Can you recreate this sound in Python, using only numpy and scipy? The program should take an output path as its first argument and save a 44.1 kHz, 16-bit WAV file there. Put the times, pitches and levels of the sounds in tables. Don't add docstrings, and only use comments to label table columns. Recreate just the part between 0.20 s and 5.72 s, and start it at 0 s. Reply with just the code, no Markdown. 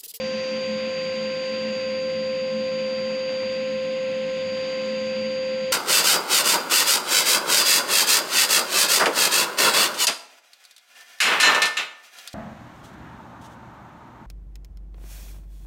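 import sys
import numpy as np
from scipy import signal
from scipy.fft import rfft, irfft, next_fast_len
from scipy.io import wavfile
from scipy.ndimage import map_coordinates

SR = 44100
rng = np.random.default_rng(int(sys.argv[2]) if len(sys.argv) > 2 else 0)


def wav_record(signal):
    frames = np.transpose(np.atleast_2d(signal))
    bounded = np.clip(frames, -1, 1)
    quanta = np.round(bounded * 32767).astype(np.int16)
    wavfile.write(sys.argv[1], SR, quanta)


N = 243431
TIME_S = np.arange(N) / SR
HISS_DB, HISS_LEAN_DB = -38.5, -2.5


def amp(db):
    return 10 ** (np.asarray(db) / 20)


def unit(x):
    return x / np.sqrt(np.mean(x ** 2) + 1e-20)


def curve(points):
    times, values = np.transpose(points)
    return np.interp(TIME_S, times, values)


def wobble(rate):
    points = rng.standard_normal(int(N * rate / SR) + 4)
    return unit(map_coordinates(points, [TIME_S * rate]))


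def filtered(x, gain_at):
    size = next_fast_len(N + SR // 2)
    hz = np.fft.rfftfreq(size, 1 / SR)
    return irfft(rfft(x, size) * gain_at(hz), size)[:N]


def shaped_noise(colour):
    hz, db = np.transpose(colour)
    noise = rng.standard_normal(N)
    return unit(filtered(noise, lambda f: amp(np.interp(np.log(f + 1), np.log(hz), db))))


def resonance(pitch_hz, half_width_hz):
    noise = rng.standard_normal(N)
    return unit(filtered(noise, lambda f: 1 / (1 + ((f - pitch_hz) / half_width_hz) ** 2)))


def resonances(rows):
    return unit(sum(amp(db) * np.sqrt(width) * resonance(hz, width) for hz, width, db in rows))


def leaning_level(upright_db, lean_db):
    # time_s, lean (0 upright, 1 bent over)
    lean = [(0, 0.11), (1.5, .12), (1.85, .9), (2.3, 0.93), (3.15, .65), (3.95, 0.95), (4.4, .35),
            (4.8, .35), (5.25, 0.9), (5.52, .8)]
    return upright_db + lean_db * curve(lean)


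def motor_and_fan(shaft_hz=522.6, blades=9, mains_hz=50):
    # time_s, level_db
    octave_levels = [(0, -46.5), (1.4, -46.5), (1.9, -48.5), (2.6, -48), (3.0, -50), (3.7, -49.5),
                     (4.0, -51.5), (4.6, -47.5), (5.25, -51.5)]
    # time_s, level_db
    whistle_levels = [(0, -40.2), (1.2, -38.9), (2.1, -40.5), (2.35, -41.5), (2.9, -39.6), (3.33, -40.2),
                      (3.45, -45), (4.05, -48.4), (4.21, -45.5), (4.32, -40.3), (4.75, -42.2), (5.0, -40.5),
                      (5.52, -42.5)]
    # multiple, level_db
    overtone_levels = [(4, -58), (5, -58.5), (6, -60), (7, -64), (8, -63), (10, -73), (11, -81.5),
                       (15, -85), (22, -91.5)]
    speed_hz = shaft_hz + 0.07 * wobble(1.5)
    pull = np.sin(2 * np.pi * 2 * mains_hz * TIME_S)
    angle = 2 * np.pi * np.cumsum(speed_hz) / SR + 0.05 * pull / blades

    def tone(multiple, flutter):
        bounced = wobble(14) + 1j * wobble(15) + 0.95 * (wobble(70) + 1j * wobble(70))
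        phase = multiple * angle + 2 * np.pi * rng.random()
        return unit(np.real((1 + flutter * bounced) * np.exp(1j * phase)))

    shaft = amp(leaning_level(-28.3, lean_db=2)) * tone(1, flutter=0.015)
    octave = amp(curve(octave_levels)) * tone(2, flutter=0.06)
    third = amp(leaning_level(-48.7, lean_db=-3.8)) * tone(3, flutter=0.1)
    whistle_db = curve(whistle_levels)
    whistle = amp(whistle_db) * tone(blades, flutter=0.064)
    upper_db = -78 - 0.45 * (whistle_db - whistle_db.mean())
    whistle += amp(upper_db) * tone(2 * blades, flutter=0.064)
    overtones = sum(amp(db) * tone(round(k), flutter=0.14) for k, db in overtone_levels)
    return shaft + octave + third + (1 + 0.05 * pull) * whistle + overtones


def frame_hum():
    # pitch_hz, level_db
    tones = [(100, -66), (423, -67), (630, -68), (764, -68.5), (974, -66.5), (1367, -67.5)]
    return sum(amp(db) * unit(np.sin(2 * np.pi * hz * TIME_S + 0.27 * wobble(5.7))) for hz, db in tones)


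def hose_drone(note_hz=217.2, wander_hz=2.2, idle_db=-44.5, throb_db=3, rise_s=0.028, fall_s=0.039):
    # start_s, length_s, level_db
    swells = [(0.01, .055, -35), (0.12, 0.04, -35), (0.313, 0.079, -34.5), (0.48, 0.097, -31.5),
              (0.617, .08, -36), (0.952, 0.14, -36), (1.315, 0.04, -34.5), (1.434, 0.11, -33),
              (1.665, 0.069, -37), (1.955, .08, -36.5), (2.318, 0.11, -33.5), (2.517, 0.034, -37),
              (2.622, 0.05, -35), (2.755, .09, -38), (2.91, 0.036, -36), (3.5, 0.081, -36),
              (3.99, .055, -37), (4.6, 0.32, -37), (4.952, 0.14, -35.5), (5.4, 0.041, -37)]
    # pitch_hz, half_width_hz, relative_db
    hollows = [(105.6, 8, -6), (127, 6.5, -13), (168.8, 7.5, 2), (197, 4.6, 2), (227.7, 10, 1),
               (255, 9, -3.5), (285, 11, 0.5), (530, 56, -11), (952, 11, -13), (1357, 17, -11)]
    strength = amp(idle_db + throb_db * wobble(24))
    for start, length, db in swells:
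        rising = (TIME_S - start) / rise_s
        falling = (start + length - TIME_S) / fall_s
        caught = np.clip(np.minimum(rising, falling) + 0.5, 0, 1)
        strength += caught * (amp(db) - strength)
    phase = 2 * np.pi * np.cumsum(note_hz + wander_hz * wobble(25)) / SR
    return strength * unit(np.sin(phase)) + amp(-43) * resonances(hollows)


def hood_ring(below_hiss_db=7.5, flicker_db=1):
    # pitch_hz, half_width_hz, relative_db
    panels = [(1946, 10, -3), (2015, 20, -3.5), (2127, 10, -3), (2390, 11, 0.5), (2563, 34, 0.5),
              (2692, 18, -0.5), (2857, 35, -4), (3475, 10, -8)]
    level_db = leaning_level(HISS_DB, HISS_LEAN_DB) - below_hiss_db + flicker_db * wobble(12)
    return amp(level_db) * resonances(panels)


def rushing_air(thin_hold_s=0.31, thin_fade_db_per_s=84):
    # pitch_hz, relative_db
    rush_colour = [(20, -32.5), (45, -24), (80, -9.5), (140, -5), (250, -3.5), (350, 3), (560, 0),
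                   (700, -2), (1100, -6.5), (1500, -8.5), (2500, -23), (5000, -64)]
    # pitch_hz, relative_db
    hiss_colour = [(700, -32.5), (1450, -19.5), (1750, -7.5), (2000, -3), (2650, -0.5), (3050, -4.5),
                   (3900, -9), (4400, -14.5), (4750, -9), (5180, -13.5), (5350, -35.5), (7500, -51),
                   (10000, -72.5)]
    # pitch_hz, relative_db
    edge_colour = [(5800, -48.5), (6330, -25), (6430, -0.5), (6700, 0), (6800, -7.5), (7050, -8),
                   (7400, -21.5), (8500, -54)]
    # pitch_hz, relative_db
    sizzle_colour = [(3000, -29), (5000, -2), (5600, -4.5), (5950, -0.5), (7000, 1.5), (7500, -4),
                     (8000, -11.5), (9000, -16), (9800, -22.5), (12000, -28), (14000, -26), (16000, -26.5)]
    # pitch_hz, relative_db
    thin_colour = [(4000, -69), (5300, -1), (5650, -5), (5900, -0.5), (6300, -0.5), (6700, -25),
                   (8000, -61)]
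    hiss_db = leaning_level(HISS_DB, HISS_LEAN_DB)
    thin_db = -54 - thin_fade_db_per_s * np.maximum(TIME_S - thin_hold_s, 0)
    rush = amp(leaning_level(-45, lean_db=-3) + 0.47 * wobble(6)) * shaped_noise(rush_colour)
    hiss = amp(hiss_db + 0.5 * wobble(45)) * shaped_noise(hiss_colour)
    edge = amp(hiss_db - 16 + 0.5 * wobble(35)) * shaped_noise(edge_colour)
    sizzle = amp(leaning_level(-56.5, lean_db=-3.5) + wobble(25)) * shaped_noise(sizzle_colour)
    thin = amp(thin_db) * shaped_noise(thin_colour)
    return rush + hiss + edge + sizzle + thin


def workshop_echo(x, echo_db=-10, fade_s=0.31):
    t = np.arange(SR // 3) / SR
    tail = rng.standard_normal(len(t)) * amp(-60 * t / fade_s)
    echo = signal.fftconvolve(x, tail / np.linalg.norm(tail))[:N]
    return (x + amp(echo_db) * echo) / np.hypot(1, amp(echo_db))


def rumble(swell_db=2):
    level_db = leaning_level(-76, lean_db=7) + swell_db * wobble(3)
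    return amp(level_db) * resonance(pitch_hz=59, half_width_hz=8.9)


def faint_hiss(level_db=-82):
    return amp(level_db) * unit(rng.standard_normal(N))


def wood_scrapes(grain_db=3):
    # middle_s, half_length_s, level_db
    strokes = [(2.8, .06, -50.5), (2.92, 0.058, -46), (3.125, .075, -45), (3.244, .03, -47.5)]
    # pitch_hz, relative_db
    scrape_colour = [(60, -42), (150, -19), (350, 0.5), (800, -2), (1400, -4.5), (2200, -3), (4000, -33),
                     (8000, -82)]
    strength = sum(amp(db) * np.exp(-((TIME_S - middle) / half) ** 2) for middle, half, db in strokes)
    grain = amp(grain_db * wobble(120))
    return strength * unit(grain * shaped_noise(scrape_colour))


def scene():
    machines = motor_and_fan() + frame_hum() + hose_drone() + hood_ring()
    air = workshop_echo(rushing_air())
    return (machines + air + rumble() + faint_hiss() + wood_scrapes())[None]


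def record(dry, top_hz=15750):
    return np.array([filtered(channel, lambda hz: hz < top_hz) for channel in dry])


dry = scene()
out = record(dry)
wav_record(out)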